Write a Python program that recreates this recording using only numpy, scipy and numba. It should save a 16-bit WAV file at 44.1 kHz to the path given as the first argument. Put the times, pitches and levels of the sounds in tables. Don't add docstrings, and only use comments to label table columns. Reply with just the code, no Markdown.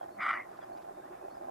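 import sys
import numpy as np
from scipy import signal
from scipy.io import wavfile
from scipy.ndimage import uniform_filter1d
from numba import njit

SR = 44100
rng = np.random.default_rng(int(sys.argv[2]) if len(sys.argv) > 2 else 0)


def magnitude_from_level(level_db):
    exponent = np.asarray(level_db, float) / 20
    return 10 ** exponent


def master_out(mix):
    frames = np.transpose(np.atleast_2d(mix))
    ceiling = np.clip(frames, -1, 1)
    pcm = np.round(ceiling * 32767).astype(np.int16)
    wavfile.write(sys.argv[1], SR, pcm)


N = 66150


def rms_one(x):
    return x / np.sqrt(np.mean(x ** 2) + 1e-20)


def clock():
    return np.arange(N) / SR


def at_hz(points, hz):
    return np.interp(np.log(hz), np.log(np.array(points)[:, 0]), np.array(points)[:, 1])


def drift(rate_hz):
    r = np.exp(-80 * np.pi * rate_hz / SR)
    slow = signal.lfilter([1], [1, -2 * r, r * r], rng.standard_normal(N // 40 + 2002))[2000:]
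    return np.interp(np.arange(N) / 40, np.arange(len(slow)), rms_one(slow))


def bump(centre, length):
    return np.exp(-2 * ((clock() - centre) / length) ** 2)


@njit
def resonate(x, hz, width, sr):
    y, r = np.zeros(len(x)), np.exp(-np.pi * width / sr)
    for i in range(2, len(x)):
        drive = (1 - r * r) / 2 * (x[i] - x[i - 2])
        y[i] = drive + 2 * r * np.cos(2 * np.pi * hz[i] / sr) * y[i - 1] - r * r * y[i - 2]
    return y


def steep(x, hz, width_hz):
    x, hz = x + 1e-18, hz + np.zeros(N)
    once = resonate(x, hz, 1.2 * width_hz, SR)
    return resonate(once, hz, 1.2 * width_hz, SR)


def place(x, pan_db, lead_s):
    left = magnitude_from_level(pan_db / 2) * np.interp(clock() - lead_s, clock(), x)
    return np.array([left, magnitude_from_level(-pan_db / 2) * x])


def bark():
    # t/s, level/dB, resonance f/Hz, mouth opening/dB
    effort = [
        (0.166, -89, 1220, -12),
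        (.19, -51, 1180, -6),
        (0.207, -37.5, 1250, -5),
        (0.239, -38.5, 1277, 0),
        (0.303, -36.5, 1275, 1.5),
        (0.343, -38, 1200, -2),
        (0.402, -42, 1080, -13),
        (.428, -51, 1130, -12),
        (.47, -66, 1110, -10),
    ]
    # t/s, extra level/dB
    surges = [
        (.231, 5),
        (.267, 6),
        (.277, -6),
        (.291, 6),
        (.310, 7),
        (.323, -7),
        (.337, 3),
        (.375, 3),
        (.404, 4),
    ]
    # f/Hz, width/Hz, level/dB, fade t/s
    throat = [(749, 137, -14.5, 0.35), (1030, 220, -18.5, 0.41), (1660, 600, -21, .40),
              (1949, 194, -2.5, 0.462), (2284, 200, -13, 0.406), (2837, 150, -20.5, 0.372),
              (3396, 820, -30.5, 0.339), (4940, 130, -25, 0.246), (4660, 490, -39, 0.375),
              (6080, 800, -46.5, 0.38), (7780, 400, -44, 0.31), (9500, 2100, -50, 0.38)]
    # centre t/s, f/Hz, level/dB, length/s
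    chest = [
        (.19, 205, -53, .03),
        (.29, 250, -57, .025),
        (.385, 240, -58, .025),
        (1.47, 255, -57, .05),
    ]
    fold_hz, fold_jitter, fold_spread_db = 220, .6, 2.3
    hoarse, gate_depth = .9, .8
    wobble_hz, close_s, throat_surge_share = 45, .01, .7

    s, db, hz, open_db = np.transpose(effort)
    level_db, mouth_hz = np.interp(clock(), s, db, -120, -120), np.interp(clock(), s, hz)
    phase = np.cumsum(fold_hz * np.exp(fold_jitter * drift(90))) / SR
    cycle = phase.astype(int)
    size = magnitude_from_level(fold_spread_db * rng.standard_normal(N)[cycle])
    pulses = rms_one(np.diff(cycle, prepend=0) * size)
    breath = rms_one(rng.standard_normal(N) * size * np.exp(-gate_depth * (phase % 1)))
    source = np.sqrt(1 - hoarse) * pulses + np.sqrt(hoarse) * breath

    def fade(at):
        return .5 - .5 * np.tanh((clock() - at) / close_s)

    def even(x):
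        return x / np.sqrt(uniform_filter1d(x ** 2, size=450) + 1e-12) * np.std(x)

    voice = even(steep(source, mouth_hz + wobble_hz * drift(30), 174))
    scale = np.std(voice)
    surge_db = sum(d * bump(c, .0045) for c, d in surges)
    mouth_db = np.interp(clock(), s, open_db) + 2.5 + (1 - throat_surge_share) * surge_db
    voice = voice * fade(.415) * magnitude_from_level(mouth_db)
    for k, (f_hz, width, gain_db, end) in enumerate(throat):
        opened = 1 - fade(s[2] + .006 * np.log2(f_hz / 2500)) * (f_hz > 2500)
        ring = even(steep(source, f_hz + wobble_hz * drift(25), width))
        voice = voice - (-1) ** k * magnitude_from_level(gain_db) * fade(end) * opened * ring
    voice = voice / scale * magnitude_from_level(level_db + throat_surge_share * surge_db)
    thuds = sum(magnitude_from_level(d) * bump(c, n) * np.sin(2 * np.pi * f_hz * clock()) for c, f_hz, d, n in chest)
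    return voice + thuds


def field_echo(x):
    echo_db, t60_s = -21, .35
    t = clock()[:SR // 2]
    tail = rng.standard_normal((2, len(t))) * magnitude_from_level(-60 * t / t60_s) * (t > .01)
    tail = tail / np.sqrt(np.sum(tail ** 2) / 2)
    return magnitude_from_level(echo_db) * signal.fftconvolve(x[None], tail, axes=1)[:, :N]


def frogs():
    # start t/s, length/s, level/dB
    croaks = [(.012, .05, -38), (.085, .04, -44), (.165, .035, -43), (.25, .03, -41), (.288, .025, -41),
              (.35, .06, -42), (.452, .02, -44), (.49, .05, -45), (.588, .008, -37), (.62, .025, -42),
              (.685, .04, -43), (.733, .025, -41), (.765, .055, -43), (.845, .02, -46), (.875, .045, -42),
              (.97, .045, -45), (1.038, .06, -44), (1.108, .05, -43), (1.213, .015, -42),
              (1.238, .035, -42), (1.279, .008, -40), (1.31, .04, -47), (1.358, .03, -45),
              (1.41, .065, -40), (1.485, .03, -35)]
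    # f/Hz, width/Hz, level/dB
    sac_modes = [(498, 30, -16), (675, 95, 0), (800, 100, 0), (1045, 45, -10), (1420, 250, -24)]
    pulse_s, spread_db, gain_db, sag_db_per_s, chorus_db = .0085, 2.5, -2.5, 83, -54

    pulses, draws = np.zeros(N + SR), rng.standard_normal((len(croaks), 2, 20))
    for (s, n, d), (late, size) in zip(croaks, draws):
        at = s + np.cumsum(pulse_s * np.exp(0.2025 * late)) - pulse_s
        pulse_db = d + gain_db + spread_db * size - sag_db_per_s * (at - s)
        pulses[(np.abs(at) * SR).astype(int)] += magnitude_from_level(pulse_db) * (at < s + n)

    def sac(x):
        return sum((-1) ** k * magnitude_from_level(d) * steep(x, f, w) for k, (f, w, d) in enumerate(sac_modes))

    impulse = np.diff(clock() > .1, prepend=False)
    one = np.sqrt(np.sum(sac(impulse) ** 2) / SR / pulse_s)
    chorus = magnitude_from_level(chorus_db) * rms_one(sac(rng.standard_normal(N)))
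    return place(sac(pulses[:N]) / one + chorus, -2.5, 0.000641)


def deep_frogs():
    # centre t/s, length/s, level/dB
    hoots = [
        (.38, .05, -60),
        (.53, .04, -59),
        (.635, .04, -58),
        (.74, .06, -58),
        (.91, .05, -54),
        (.99, .05, -53),
        (1.115, .05, -50),
        (1.245, .06, -50),
        (1.425, .06, -51),
        (1.49, .04, -57),
    ]
    # f/Hz, width/Hz, level/dB
    deep_modes = [(321, 39, -0.5), (353.2, 39, 0.5), (595.5, 32.5, -1)]
    hoot_hz, upper_hz, upper_db, width_hz = 360, 603.6, -5.5, 34

    white = rng.standard_normal((2, N))
    bed = magnitude_from_level(-60) * rms_one(sum(magnitude_from_level(d) * steep(white[0], f, w) for f, w, d in deep_modes))
    tone = steep(white[1], hoot_hz, width_hz) + magnitude_from_level(upper_db) * steep(white[1], upper_hz, width_hz)
    tone = tone / np.sqrt(uniform_filter1d(tone ** 2, size=900) + 1e-12)
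    calls = tone * sum(magnitude_from_level(d) * bump(c, n * 0.72) for c, n, d in hoots)
    return place(bed + calls, -2.5, .00007)


def birds():
    # start t/s, length/s, start f/Hz, end f/Hz, level/dB
    whistles = [(0, .045, 3300, 3200, -75), (.105, .065, 4400, 4350, -78), (.61, .045, 4900, 4950, -77),
                (.61, .03, 3450, 3300, -71), (.615, .03, 1750, 1680, -67), (.722, .033, 4300, 4520, -76),
                (.758, .028, 4750, 5050, -80), (.89, .16, 3700, 3650, -84), (1.005, .09, 1420, 2080, -68.5),
                (1.22, .045, 2500, 2600, -77), (1.298, .045, 4300, 4550, -76),
                (1.338, .03, 4950, 5120, -77), (1.362, .025, 5100, 4700, -78)]
    out = np.zeros(N)
    for s, n, from_hz, to_hz, d in whistles:
        u = np.clip((clock() - s) / n, 0, 1)
        glide_hz = from_hz * (1 + 0.0133 * drift(126)) + (to_hz - from_hz) * u
        tone = np.sin(2 * np.pi * np.cumsum(glide_hz) / SR)
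        out += magnitude_from_level(d + 5) * np.sin(np.pi * u) ** .5 * (u < 1) * tone * (1 + .3 * drift(110))
    return out


def grass():
    # centre t/s, length/s, level/dB
    rustles = [
        (.03, .02, -75),
        (.575, .012, -70),
        (.778, .01, -68),
        (.826, .014, -70),
    ]
    band = signal.butter(2, [2400, 5300], "band", fs=SR, output="sos")
    hiss = signal.sosfilt(band, rng.standard_normal(N))
    return rms_one(hiss) * sum(magnitude_from_level(d) * bump(c, n) for c, n, d in rustles)


def air(patchy_db):
    # f/Hz, spectral level/dB
    spectrum = [(25, -7.5), (100, -3), (250, 1), (500, 1.5), (1200, -1), (2600, -21.5), (5500, -23),
                (15000, -26.5)]
    # centre t/s, length/s, level/dB
    swells = [
        (.11, .07, -3),
        (.6, .15, 2),
        (1.11, .1, 4),
        (1.44, .08, 2.5),
    ]
    # f/Hz, likeness/0-1
    likeness = [(30, .7), (90, 0.77), (220, .93), (600, 0.5), (1800, 0.26), (3000, 0), (9000, 0.53)]

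    out, edges = 0, 20 * 2 ** np.arange(0, 10, .5)
    white = rng.standard_normal((2, 2, N))
    swell_db = sum(d * bump(c, n) for c, n, d in swells)
    for k, (low, high) in enumerate(zip(edges, np.append(edges[1:], 19000))):
        band = signal.butter(2, [low, high], "band", fs=SR, output="sos")
        mid, side = signal.sosfilt(band, white[k % 2])
        hz = np.sqrt(low * high)
        alike = np.clip(at_hz(likeness, hz), -1, 1)
        near = np.exp(-np.log2(hz / 1650) ** 2)
        gain = magnitude_from_level(at_hz(spectrum, hz) + near * (swell_db + patchy_db * drift(17.7)))
        out = out + gain * (np.sqrt(1 + alike) * mid + np.sqrt(1 - alike) * side * [[1], [-1]])
    return magnitude_from_level(-56) * rms_one(out)


def scene():
    deer = bark()
    return deer + field_echo(deer) + frogs() + deep_frogs() + birds() + grass() + air(patchy_db=3.5)


def top_cut(x):
    return signal.sosfilt(signal.butter(12, 15640, fs=SR, output="sos"), x)


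def record(dry):
    low_pass = signal.cheby2(12, 60, 15850, fs=SR, output="sos")
    return top_cut(signal.sosfilt(low_pass, dry))


dry = scene()
out = record(dry)
master_out(out)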